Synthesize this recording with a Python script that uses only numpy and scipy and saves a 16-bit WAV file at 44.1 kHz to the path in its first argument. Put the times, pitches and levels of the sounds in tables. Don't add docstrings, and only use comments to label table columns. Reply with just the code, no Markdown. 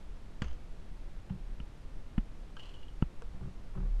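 import sys
import numpy as np
from scipy import signal
from scipy.fft import rfft, irfft
from scipy.io import wavfile
from scipy.ndimage import uniform_filter1d

SR = 44100
rng = np.random.default_rng(int(sys.argv[2]) if len(sys.argv) > 2 else 0)


def master_out(mix):
    frames = np.transpose(np.atleast_2d(mix))
    ceiling = np.clip(frames, -1, 1)
    pcm = np.round(ceiling * 32767).astype(np.int16)
    wavfile.write(sys.argv[1], SR, pcm)


N = 176400
T = np.arange(N) / SR


def undb(db):
    return 10 ** (np.asarray(db) / 20)


def fade(t60_s):
    return np.exp(-np.log(1000) * T / t60_s)


def rise(tau_s):
    return (1 - np.exp(-T / tau_s)) ** 2


def bell(length_s):
    return np.exp(-(T / length_s) ** 2)


def at(start_s, x):
    return np.concatenate([np.zeros(int(start_s * SR)), x])[:N]


def tone(hz, t60_s):
    return np.sin(2 * np.pi * hz * T) * fade(t60_s)


def ring(modes, scatter=False):
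    signs = rng.choice([-1, 1], len(modes)) if scatter else np.ones(len(modes))
    return sum(sign * undb(db) * tone(hz, t60_s) for sign, (hz, db, t60_s) in zip(signs, modes))


def shimmer(modes):
    return sum(undb(db) * np.sin(2 * np.pi * (hz * T + rng.random())) for hz, db in modes)


def colour(x, points):
    hz, db = np.array(points, float).T
    bins_hz = np.maximum(np.arange(N + 1) * SR / (2 * N), 1)
    gain = undb(np.interp(np.log(bins_hz), np.log(hz), db))
    gain /= np.sqrt(np.mean(gain ** 2))
    cepstrum = irfft(np.log(gain))
    cepstrum[1:N] *= 2
    cepstrum[N + 1:] = 0
    return irfft(rfft(x, 2 * N) * np.exp(rfft(cepstrum)))[:N]


def noise():
    return rng.standard_normal(N)


def walk(rate_hz):
    hold = int(SR / rate_hz)
    steps = np.repeat(rng.standard_normal(N // hold + 1), hold)
    drift = uniform_filter1d(steps, hold)[:N]
    return drift / drift.std()


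def town():
    # (frequency [Hz], density [dB])
    spectrum = [(40, -15.5), (100, -0.5), (150, 0), (220, -4), (320, -7), (550, -11.5), (750, -14.5),
                (1100, -17.5), (2000, -22), (3400, -26), (6000, -32.5), (9000, -37), (11500, -42.5),
                (14000, -49.5)]
    return undb(-56.5) * colour(noise(), spectrum)


def wind():
    # (frequency [Hz], density [dB])
    spectrum = [(8, 3), (18, -5), (32, 0.5), (50, -14.5), (80, -18), (130, -30), (250, -65.5)]
    mean_db, gust_db = -40, 1
    gain = undb(mean_db + gust_db * walk(rate_hz=16))
    return gain * colour(noise(), spectrum + [(2000, -100)])


def bounce():
    # (frequency [Hz], level [dB], t60 [s])
    bounce_modes = [(140, 3.5, 0.057), (194, 2.5, 0.049), (486, -10.5, 0.063), (620, -16, 0.066),
                    (839, -11, 0.044), (1190, -17, 0.1), (1400, -10, 0.05), (1590, -8.5, .03),
                    (1750, -17, 0.024), (2150, -27, 0.026), (2880, -12, 0.036), (3370, -17.5, 0.04),
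                    (4700, -13, 0.013)]
    # (frequency [Hz], density [dB])
    slap_spectrum = [(300, 1.5), (1000, 3), (1600, 6), (2200, -4.5), (3300, -2), (3900, -11.5), (4800, -5),
                     (5700, -17), (6500, -9), (9000, -21.5), (11000, -42), (14000, -60)]
    # (time [s], level [dB])
    reflections = [(0.444, -44.5), (0.4827, -49.5), (0.5115, -56), (0.5287, -52.5)]
    # (frequency [Hz], density [dB])
    court_spectrum = [(150, 11), (500, 2.5), (1400, 2), (2200, -0.5), (3100, 2), (3900, -12), (4800, -8),
                      (5500, -16.5), (6300, -6.5), (7300, -23), (11000, -46)]
    start_s = 0.4198
    impact = undb(-31) * ring(bounce_modes) * rise(0.00008)
    slap = undb(-34.5) * colour(noise() * fade(t60_s=0.026), slap_spectrum)
    boom = undb(-24.5) * tone(hz=61.6, t60_s=0.357) * rise(0.024)
    scatter = at(start_s, undb(-51) * fade(t60_s=0.46) * rise(0.0026))
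    echoes = sum(at(echo_s, undb(db) * fade(t60_s=0.037)) for echo_s, db in reflections)
    court = colour(noise() * np.hypot(scatter, echoes), court_spectrum)
    return at(start_s, impact + slap + boom) + court


def snap():
    # (frequency [Hz], density [dB])
    spectrum = [(400, -6), (600, 3.5), (850, 6.5), (1100, -2), (1600, -2), (2050, -2.5), (2400, -7.5),
                (2800, 1), (3300, -8), (3900, -21), (6000, -30), (10000, -40)]
    return colour(noise() * fade(t60_s=0.035), spectrum)


def backboard():
    # (time [s], length [s], rise [s], panel [dB], hum [dB], upper modes re panel [dB],
    #  wobble [dB], rattle [dB], snap [dB])
    blows = [(1.2976, 0.054, 0.0028, -39, -34, -12, -56, -67, -49.5),
             (3.338, 0.053, .006, -51, -48.5, -8, -60, -64.5, -70),
             (3.408, 0.041, 0.006, -39.5, -44, -6, -46, -60, -68),
             (3.453, 0.049, 0.0056, -42.5, -40.5, -5.5, -42, -64.5, -75),
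             (3.752, .11, 0.0049, -43, -41, -1.5, -25, -57.5, -72)]
    # (frequency [Hz], level [dB])
    low_modes = [(70, 0), (101, -9), (126, 1), (143, -1.5), (243, -18)]
    # (frequency [Hz], level [dB])
    high_modes = [(285, -13.5), (342, -15), (384, -8.5), (470, -32), (860, -22), (1160, -31), (1305, -35)]
    # (frequency [Hz], density [dB])
    rattle_spectrum = [(200, -8), (500, 8.5), (750, 0), (1150, 2), (1700, -8.5), (2500, -18), (6000, -40)]
    swing_hz, hum_hz, rattle_depth = 36.3, 187.6, 0.96
    swing = np.cos(2 * np.pi * swing_hz * T)
    hum = np.sin(2 * np.pi * hum_hz * T)
    out = 0
    for start_s, length_s, rise_s, panel_db, hum_db, upper_db, wobble_db, rattle_db, snap_db in blows:
        panel = shimmer(low_modes) + undb(upper_db) * shimmer(high_modes)
        boom = (undb(panel_db) * panel + undb(hum_db) * hum) * rise(rise_s) * bell(length_s)
        wobble = undb(wobble_db) * swing * rise(0.031) * bell(4 * length_s)
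        pulses = bell(length_s) * (1 + rattle_depth * swing)
        rattle = undb(rattle_db) * colour(noise() * pulses, rattle_spectrum)
        out += at(start_s, boom + wobble + rattle + undb(snap_db) * snap())
    return out


def thumps():
    # (time [s], body [dB], contact [s], ring [Hz], ring re body [dB], sway [Hz], sway re body [dB],
    #  snap [dB], upper clack [dB], lower clack [Hz], lower clack [dB], ping [dB])
    hits = [(1.6013, -29, 0.0037, 230, -8, 52.3, -1, -51, -47, 960, -54, -46),
            (2.1793, -21, 0.0032, 219, 6.5, 36.4, 1.5, -39.5, -42, 720, -37, -43.5),
            (3.0238, -14, 0.0013, 166, -10, 57, -15, -47.5, -28, 950, -30.5, -40)]
    # (frequency [Hz], level [dB], t60 [s])
    body_modes = [(105, -7, 0.012), (154.5, -4.5, 0.037), (233, -9.5, 0.031)]
    # (frequency [Hz], level [dB], t60 [s])
    ping_modes = [(2720, -16, 0.013), (2940, 4, 0.014)]
    upper_hz, clack_t60_s = 1316, 0.018
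    out = 0
    for (start_s, body_db, contact_s, ring_hz, ring_db, sway_hz, sway_db,
         snap_db, upper_db, lower_hz, lower_db, ping_db) in hits:
        push = np.sin(np.pi * T[T < contact_s] / contact_s)
        note = undb(ring_db) * tone(ring_hz, t60_s=0.037)
        sway = undb(sway_db) * tone(sway_hz, t60_s=0.14)
        body = undb(body_db) * np.convolve(ring(body_modes) + note + sway, push / push.sum())[:N]
        clack_modes = [(lower_hz, lower_db, clack_t60_s), (upper_hz, upper_db, clack_t60_s)]
        clack = ring(clack_modes) * rise(0.00058)
        ping = undb(ping_db) * ring(ping_modes) * rise(0.00032)
        out -= at(start_s, body + clack + ping + undb(snap_db) * snap())
    return out


def knocks():
    # (time [s], level [dB], relative hollow note [dB], relative tick [dB], tilt [dB/octave])
    hits = [(2.568, -49.5, -8, -12, 7.5), (3.2207, -46, 0, -4.5, -7)]
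    # (frequency [Hz], level [dB], t60 [s])
    modes = [(930, -10, .05), (1157, -0.5, 0.029), (1327, -7, 0.081), (1550, 0.5, 0.029),
             (1630, -11, 0.083)]
    # (frequency [Hz], density [dB])
    tick_spectrum = [(1500, 0), (3000, 0), (4200, -10), (5300, 1), (6500, -6), (8000, -1.5), (10500, -26)]
    lowest_hz = modes[0][0]
    out = 0
    for start_s, level_db, hollow_db, tick_db, db_per_octave in hits:
        tilted = [(hz, db + db_per_octave * np.log2(hz / lowest_hz), t60_s) for hz, db, t60_s in modes]
        tick = undb(tick_db) * colour(noise() * fade(t60_s=0.013), tick_spectrum)
        hollow = undb(hollow_db) * tone(hz=470, t60_s=0.12)
        out += at(start_s, undb(level_db) * (ring(tilted, scatter=True) + hollow + tick))
    return out


def hoop_rattle():
    # (time [s], level [dB])
    chinks = [(2.568, -48), (2.5959, -44.5), (2.604, -46), (2.631, -56), (2.663, -69), (2.681, -60),
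              (2.696, -56), (2.741, -50.5), (2.749, -55), (2.769, -62), (2.8015, -64), (2.8297, -51.5),
              (2.8826, -55.5)]
    # (frequency [Hz], density [dB])
    metal_spectrum = [(1000, -5.5), (2400, -17), (2750, 1.5), (2950, 0), (3300, -2.5), (3700, -18),
                      (4200, -9.5), (5200, -19), (7900, -23.5), (11000, -38)]
    # (frequency [Hz], level [dB], t60 [s])
    ring_modes = [(2880, -15.5, .3), (2945, -21, 0.68), (3260, -22, .3)]
    chink_hz, pitch_spread, chink_t60_s = 3010, 0.017, 0.035
    chatter_start_s, contacts_per_s = 2.573, 630
    out = 0
    for start_s, db in chinks:
        note = tone(chink_hz * (1 + pitch_spread * rng.standard_normal()), chink_t60_s)
        grit = undb(-6) * colour(noise() * fade(chink_t60_s), metal_spectrum)
        out += at(start_s, undb(db) * (note + grit + ring(ring_modes, scatter=True)))
    contacts = (rng.random(N) < contacts_per_s / SR).astype(float)
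    chatter = signal.fftconvolve(contacts, fade(t60_s=0.023))[:N]
    chatter /= np.sqrt(np.mean(chatter ** 2))
    envelope = at(chatter_start_s, undb(-59) * chatter * bell(length_s=0.2))
    return out + colour(noise() * envelope, metal_spectrum)


def scene():
    return (bounce() + thumps() + knocks() + hoop_rattle() + backboard() + town() + wind())[None]


def record(dry):
    cutoff_hz = 13800
    return signal.sosfilt(signal.ellip(8, 0.2, 70, cutoff_hz, fs=SR, output="sos"), dry)


dry = scene()
out = record(dry)
master_out(out)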